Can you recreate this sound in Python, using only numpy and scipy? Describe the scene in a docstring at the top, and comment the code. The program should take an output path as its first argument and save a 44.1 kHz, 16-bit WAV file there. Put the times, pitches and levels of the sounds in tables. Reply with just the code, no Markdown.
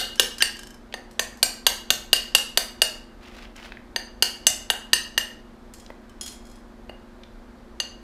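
"""Wrench tapping the crust off a metal bar

A wrench taps a cast metal bar held in a leather glove, cracking off its glassy crust of flux.
Each tap is a short pressure wave, a burst of crunchy noise and a clink of modes soon damped by the glove.
Chips tick and ring in an iron pan, gloves rub as filtered noise, and fading noise makes the workshop's echo.
A machine hums faintly behind it all, made of steady tones and coloured noise."""
import sys
import numpy as np
from scipy import signal
from scipy.fft import rfft, irfft
from scipy.io import wavfile

SR = 44100
rng = np.random.default_rng(int(sys.argv[2]) if len(sys.argv) > 2 else 0)


def int16_out(signal):
    """Quantize to a 16-bit WAV file."""
    q = np.round(np.clip(np.atleast_2d(signal).T, -1, 1) * 32767)
    wavfile.write(sys.argv[1], SR, q.astype(np.int16))


N = 354115
LEAD = SR // 10  # samples of run-up before time zero
TIME = np.arange(SR // 3) / SR  # time axis of one short sound, in seconds


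def amp(db):
    """Turns decibels into a gain."""
    return 10 ** (np.asarray(db) / 20)


def evened(x):
    """Scales a signal to rms 1."""
    return x / np.sqrt(np.mean(x ** 2) + 1e-20)


def read(points, hz):
    """Reads between the points of a table, on a log-frequency axis."""
    f, value = np.transpose(points)
    return np.interp(np.log(hz + 1), np.log(f + 1), value)


def noise(spectrum, size):
    """Makes noise of rms 1 with the given colour."""
    white = rfft(rng.standard_normal(size))
    gain = amp(read(spectrum, np.fft.rfftfreq(size, 1 / SR)))
    return evened(irfft(white * gain, size))


def drift(rate, size):
    """Makes a random wander of rms 1 that holds only frequencies below rate (Hz)."""
    white = rfft(rng.standard_normal(size))
    slow = np.fft.rfftfreq(size, 1 / SR) < rate
    return evened(irfft(white * slow, size))


def add(mix, s, sound):
    """Mixes a sound in at time s (seconds); the mix begins LEAD samples early."""
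    part = mix[LEAD + round(s * SR):][:len(sound)]
    part += sound[:len(part)]


def burst(rise, t60):
    """An envelope that rises quickly, then falls by 60 dB every t60 seconds."""
    return (1 - np.exp(-TIME / rise)) * np.exp(-np.log(1000) * TIME / t60)


def ring(modes, detune):
    """Sums dying sine waves; each call varies pitch and level, the level most in high modes."""
    hz, db, t60 = np.transpose(modes)[:, :, None]
    level, pitch, phase = rng.standard_normal((3, len(modes), 1))
    height = amp(db + 3 * level * hz / 10000)
    wave = np.sin(2 * np.pi * (hz * (1 + detune * pitch) * TIME + phase))
    return (height * burst(0.00014, t60) * wave).sum(0)


# The taps of the wrench, used by the knocks, the crust and the ringing bar.
# Each row: start in seconds, force in dB, flux crunch in dB, ring in dB,
# brightness of the ring in dB per octave, spot hit as a share of the bar's length.
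TAPS = [(-.021, 2, -1, 3.5, -2, 0.21), (0.1964, 4.5, 2.5, 2.5, 0.7, 0.24), (0.4225, -2, -7, 7.5, 1, 0.07),
        (0.9399, -16.5, -30, -16, -7.5, .292), (1.194, -5.5, -12, -4, -4.5, 0.29),
        (1.4283, -0.5, 2.5, 4.5, -1, 0.51), (1.6661, 2, 0.5, 2.3, 2, 0.16), (1.9039, 2.5, 0, 1.5, -3, 0.13),
        (2.1302, 2, -1.5, 6, 1, .215), (2.3492, 0, 3, 2, -3.2, .2), (2.5735, -2.5, -0.5, 0, 2, 0.33),
        (2.8181, -0.5, -1.5, 5, 1.3, 0.22), (3.961, -10, -22.5, -5, -4.5, 0.32),
        (4.2236, -5, 0, 1, -0.5, .177), (4.4676, -2.5, 0, 7, 9, .25), (4.701, -3, -5, -0.9, -1.8, 0.24),
        (4.9318, -1.5, -4.5, 7, -1, 0.27), (5.1774, -13, -7, 3, -3.5, 0.26),
        (6.8939, -37, -49.5, -30.5, -12, 0.2), (7.8006, -17, -27, -3.5, 3, 0.447)]
# Colour of breaking flux, for knocks, flakes and crust. Each row: frequency in Hz, level in dB.
CRUNCH_COLOUR = [(200, -17.5), (900, -2), (2200, 0.5), (3700, 1), (5600, 4), (8300, 3), (10300, -5),
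                 (13500, -5), (15000, -18), (16000, -16)]


def knocks():
    """The sudden stop of the wrench head sends up a short pressure wave with a gritty edge."""
    out = np.zeros(N + LEAD)
    u = TIME - .00065
    wave = np.exp(-(u / 0.00032) ** 2) * np.sin(2 * np.pi * 3450 * u)
    for s, force_db, *_ in TAPS:
        edge = amp(-6.5) * noise(CRUNCH_COLOUR, len(TIME)) * burst(0.00085, 0.0045)
        add(out, s, amp(force_db) * (wave + edge))
    return out


THUD_DB, THUD_GROWTH = -13.5, .5  # thud level in dB at 0 dB force, and its change in dB per dB of force
# Colour of the gloved hand's thud. Each row: frequency in Hz, level in dB.
THUD_COLOUR = [(50, -15), (200, -26.5), (400, 0.5), (650, 3.5), (1000, -1), (1400, -5.5), (2200, -5.5),
               (4000, -39)]


def crust():
    """Under each blow the flux shatters in fine grains and the gloved hand thuds, more the harder it is hit."""
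    out = np.zeros(N + LEAD)
    for s, force_db, crunch_db, *_ in TAPS:
        grains = evened(np.exp(.5 * drift(2500, size=len(TIME))))
        crunch = grains * noise(CRUNCH_COLOUR, len(TIME)) * burst(0.00025, 0.019)
        thud = noise(THUD_COLOUR, len(TIME)) * burst(0.0018, 0.023)
        thud_db = THUD_DB + THUD_GROWTH * force_db
        add(out, s + 0.00046, amp(-7 + crunch_db) * crunch + amp(thud_db) * thud)
    return out


GRIP_S = .02  # time scale in seconds on which the closing glove stops the ring
NODE_DB = -13  # what is left of a mode when the blow lands on its still point (node)
HIGH_SHARE = 0.3  # how far the highest modes follow the ring rather than the crunch
# Modes of bar and wrench together, three matching lists: frequency in Hz,
# level in dB before the blow's own weighting, ring time (60 dB fall) in seconds without the glove.
MODE_HZ = [1560, 1818, 2760, 2852, 4300, 4625, 4785, 6260, 6430, 7125, 7865, 8950, 9515, 10910, 11600,
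           12000, 12960, 13270, 14130]
MODE_DB = [-20.5, -20.5, -24, -8.5, -20, -11.5, -18, -20, -23, -28, -20.5, -18, -29.5, -23, -27.5, -32,
           -27.5, -19.5, -32]
MODE_T60 = [0.077, 0.036, 0.026, 0.073, 0.067, 0.026, 0.044, 0.057, 0.018, .06, 0.042, 0.14, 0.36, 0.065,
            0.069, 0.06, 0.089, 0.03, .05]
# Families of bar modes, three matching lists: frequency in Hz, number of half waves along the bar,
# level in dB when hit on a crest, before the brightness tilt.
FAMILY_HZ = [1800, 2850, 4700, 6300, 7600, 9200]
HALF_WAVES = [3, 5, 6, 7, 8, 10]
FAMILY_DB = [4.5, -3, 2, 2.2, -3.1, -6.5]


def tap(force_db, crunch_db, ring_db, bright_db, spot):
    """One clink: modes with a node at the spot hit stay quiet, the shattering crust wakes the highest."""
    shape = np.cos(np.pi * spot * np.array(HALF_WAVES)) ** 2 + amp(NODE_DB) ** 2
    octaves = np.log2(np.array(FAMILY_HZ) / 4000)
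    family_db = FAMILY_DB + 10 * np.log10(shape) + bright_db * octaves
    spot_db = np.interp(MODE_HZ, FAMILY_HZ, family_db)
    high_db = HIGH_SHARE * (ring_db - 3.5) + (1 - HIGH_SHARE) * crunch_db
    weight_db = np.where(np.array(MODE_HZ) < 10000, ring_db + spot_db, high_db)
    weight_db[0] = force_db - 3  # the lowest mode is the wrench's own and follows the force alone
    clink = ring(np.c_[MODE_HZ, MODE_DB + weight_db, MODE_T60], detune=.003)
    return clink * np.exp(-(TIME / GRIP_S) ** 2)


def flake():
    """A glassy flake ticks and tinkles at random pitches of its own."""
    modes = [(hz, -16, .04) for hz in rng.uniform(2100, 12000, size=9)]
    tick = amp(2.5) * noise(CRUNCH_COLOUR, len(TIME)) * burst(0.00071, 0.02504)
    return tick + ring(modes, detune=0)


RATTLE_STEP_S, RATTLE_FALL_DB = .038, 3  # average time and loss from click to click
# The wrench grazing the bar just before a blow. 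Each row: start in seconds, level in dB.
GRAZES = [(0.178, -32.5), (0.406, -15.5), (0.413, -17)]
# The loose jaw rattling. Each row: start in seconds, first click's level in dB, number of clicks.
RATTLES = [(.567, -32, 1), (.592, -25.5, 5), (3.562, -34.5, 1), (6.0956, -41, 1)]
# Modes of the wrench's loose jaw. Each row: frequency in Hz, level in dB, ring time in seconds.
JAW = [(1624, -7, 0.086), (3050, -7.5, .07), (4020, -19.5, .04), (5300, -15.5, 0.19), (6200, -16, 0.078)]


def wrench():
    """Blows ring the bar just after first contact; grazes and rattles ring the wrench's jaw."""
    out = np.zeros(N + LEAD)
    for s, *blow in TAPS:
        add(out, s + .0005, tap(*blow))
    for s, db in GRAZES:
        add(out, s, amp(db) * ring(JAW, detune=.004))
    for s, db, count in RATTLES:
        for k in range(round(count)):
            click = amp(-6.5) * ring(JAW, detune=0.0038) + amp(-9) * flake()
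            start = s + k * RATTLE_STEP_S + 0.0017 * rng.standard_normal()
            add(out, start, amp(db - k * RATTLE_FALL_DB) * click)
    return out


# Last crumbs into the pan: start and length in seconds, level in dB on the scale of the chips.
TRICKLE_S, TRICKLE_LENGTH_S, TRICKLE_DB = 6.435, .125, -44
# Flux chips falling. Each row: start in seconds, relative level in dB, relative ring of the pan in dB.
CHIPS = [(.156, -30.5, -8), (.3823, -23, -5), (1.1104, -39, -24), (1.3718, -38.5, -19), (5.7372, -31, -22),
         (5.7985, -37, 1), (6.2109, -22, 7.5), (6.262, -25, -4), (6.278, -25, 3), (6.318, -36, 4)]
# Modes of the iron pan. Each row: frequency in Hz, level in dB, ring time in seconds.
PAN = [(3110, -27, .25), (3295, -16, 0.35), (4220, -16, 0.12), (5130, -10, 0.099), (6730, -7.5, 0.063),
       (7100, -17.5, 0.14), (9780, -16, 0.094), (11150, -19, .1)]


def chips():
    """Each chip lands, rings the pan, and skitters on in bounces that are weaker the later they come."""
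    out = np.zeros(N + LEAD)
    places = (np.arange(5) + rng.random(size=5)) / 5
    crumbs = [(TRICKLE_S + TRICKLE_LENGTH_S * u, TRICKLE_DB, 1) for u in places]
    for s, db, pan_db in list(CHIPS) + crumbs:
        landing = flake() + amp(pan_db - 1.0) * ring(PAN, detune=0)
        add(out, s, amp(db - 3.0) * landing)
        for delay in rng.uniform(.004, .05, size=4):
            add(out, s + delay, amp(db - 12.5 - 110 * delay) * flake())
    return out


GRIT_DB, GRIT_HZ = 4.5, 2480  # small snaps in a stroke: dB added to the stroke's table level, centre in Hz
# Gloves sliding as the bar is turned over.
# Each row: start in seconds, length in seconds, relative level in dB.
STROKES = [(3.196, 0.14, -46.5), (3.298, 0.18, -43), (3.536, .2, -43)]
# Colour of sliding leather. Each row: frequency in Hz, level in dB.
LEATHER_COLOUR = [(200, -19), (600, -3), (1300, -1.5), (2800, -2.5), (5000, -10), (8000, -20.5),
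                  (14000, -29)]
# Dull snaps of leather and crust in the hand.
# Each row: start in seconds, relative level in dB, centre frequency in Hz.
SNAPS = [(.925, -28, 3100), (3.627, -33.5, 2630), (3.7204, -24.5, 2200), (3.771, -32.5, 1920),
         (5.863, -35.5, 4070), (5.902, -33, 1980), (5.903, -23.5, 680), (6.896, -31.5, 618),
         (7.2344, -33, 3450)]
# Colour of one snap. Each row: multiple of its centre frequency, level in dB.
SNAP_COLOUR = [(.15, -8), (0.652, -5.5), (1, 7.5), (1.5, -5), (4, -38)]


def gloves():
    """Leather slides in uneven catches, crackles with grit and snaps over the crust."""
    t = (np.arange(N + LEAD) - LEAD) / SR
    slide = sum(amp(db) * np.sin(np.pi * np.clip((t - s) / length, 0, 1)) for s, length, db in STROKES)
    catches = evened(amp(3.5 * drift(60, size=len(t)) + 3.5 * drift(500, size=len(t))))
    out = amp(-3.0) * slide * catches * noise(LEATHER_COLOUR, len(t))
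    grit = []
    for s, length, db in STROKES:
        for u in rng.beta(2, 2, size=2):
            grit.append((s + length * u, db + GRIT_DB, GRIT_HZ))
    for s, db, hz in list(SNAPS) + grit:
        colour = [(hz * multiple, level) for multiple, level in SNAP_COLOUR]
        add(out, s, amp(db + 1.0) * noise(colour, len(TIME)) * burst(0.00058, 0.014))
    return out


# How fast each band of the room dies. Each row: frequency in Hz, time to fall by 60 dB in seconds.
ROOM = [(150, 0.31), (600, 0.42), (1800, 0.46), (4500, 0.42), (8000, 0.35), (14000, 0.3)]


def room_tail():
    """Dense reflections that build up quickly, each band dying at its own speed."""
    hz, t, z = signal.stft(rng.standard_normal(SR // 2), SR, nperseg=256)
    decay = np.exp(-np.log(1000) * t / read(ROOM, hz)[:, None])
    tail = signal.istft(z * decay, SR, nperseg=256)[1]
    tail *= 1 - np.exp(-(np.arange(len(tail)) / SR / 0.0099) ** 2)
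    return tail / np.linalg.norm(tail)


def workshop(x):
    """Reflections from table and walls; three tails trade places steadily, for the moving hands."""
    turn = np.pi * 1.3 * np.arange(len(x)) / SR
    wet = np.zeros(len(x))
    for k in range(3):
        share = x * np.cos(turn + k * np.pi / 3)
        wet += amp(-10.5) * signal.fftconvolve(share, room_tail())[:len(x)]
    # single early echoes: delay in seconds, level in dB
    for delay, db in [(.0027, -38), (.0075, -18), (.033, -20)]:
        wet += amp(db) * np.pad(x, (round(delay * SR), 0))[:len(x)]
    return wet


AIR_DB = -47.5  # rms level of the moving air
SWELL_HZ, SWELL_DB = 2.7, 1.3  # fastest rate and rms depth of the slow swell of the rumble
# Colour of the moving air. Each row: frequency in Hz, level in dB.
AIR_COLOUR = [(12, -29.5), (20, -3.5), (43, -3), (146, -22.5), (228, -14.5), (357, -14.5), (388, -20),
              (499, -17.5), (1610, -26.5), (2820, -37.5), (3340, -37), (4540, -38.5), (5380, -42.5),
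              (14300, -53.5), (16000, -71.5)]
# Lines of the motor. Each row: frequency in Hz, level in dB.
HUM = [(32.5, -51.5), (48, -69.5), (120, -65), (216, -53), (240, -50.5), (360, -56)]


def machine():
    """Moving air, a rumble that swells slowly, and the wavering lines of a motor."""
    t = np.arange(N) / SR
    hum = sum(amp(db) * np.sin(2 * np.pi * hz * t + .5 * drift(4.5, size=N)) for hz, db in HUM)
    steady = hum + amp(AIR_DB) * noise(AIR_COLOUR, N)
    low = signal.sosfiltfilt(signal.butter(2, 90, fs=SR, output="sos"), steady)
    swell = amp(SWELL_DB * drift(SWELL_HZ, size=N))
    return steady + low * (swell - 1)


def scene():
    """The knock is aimed at the microphone, ring and crust radiate all round, and the hand screens the pan."""
    knock, clink, crunch, debris = knocks(), wrench() + gloves(), crust(), chips()
    room = workshop(amp(-7) * knock + amp(-0.5) * clink + amp(2.0) * crunch + amp(-1.0) * debris)
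    taps = knock + clink + crunch + amp(-4.5) * debris + room
    mono = taps[LEAD:] + machine()
    return np.array([mono, mono])


EDGE_HZ = 15600  # upper band limit


def record(dry):
    """The loudest peaks overload softly; then a low-pass filter removes the top of the treble."""
    clipped = dry / (1 + dry ** 6) ** (1 / 6)
    lowpass = signal.firwin(161, EDGE_HZ, window=("kaiser", 9), fs=SR)
    return signal.oaconvolve(clipped, lowpass[None], "same")


dry = scene()
out = record(dry)
int16_out(out)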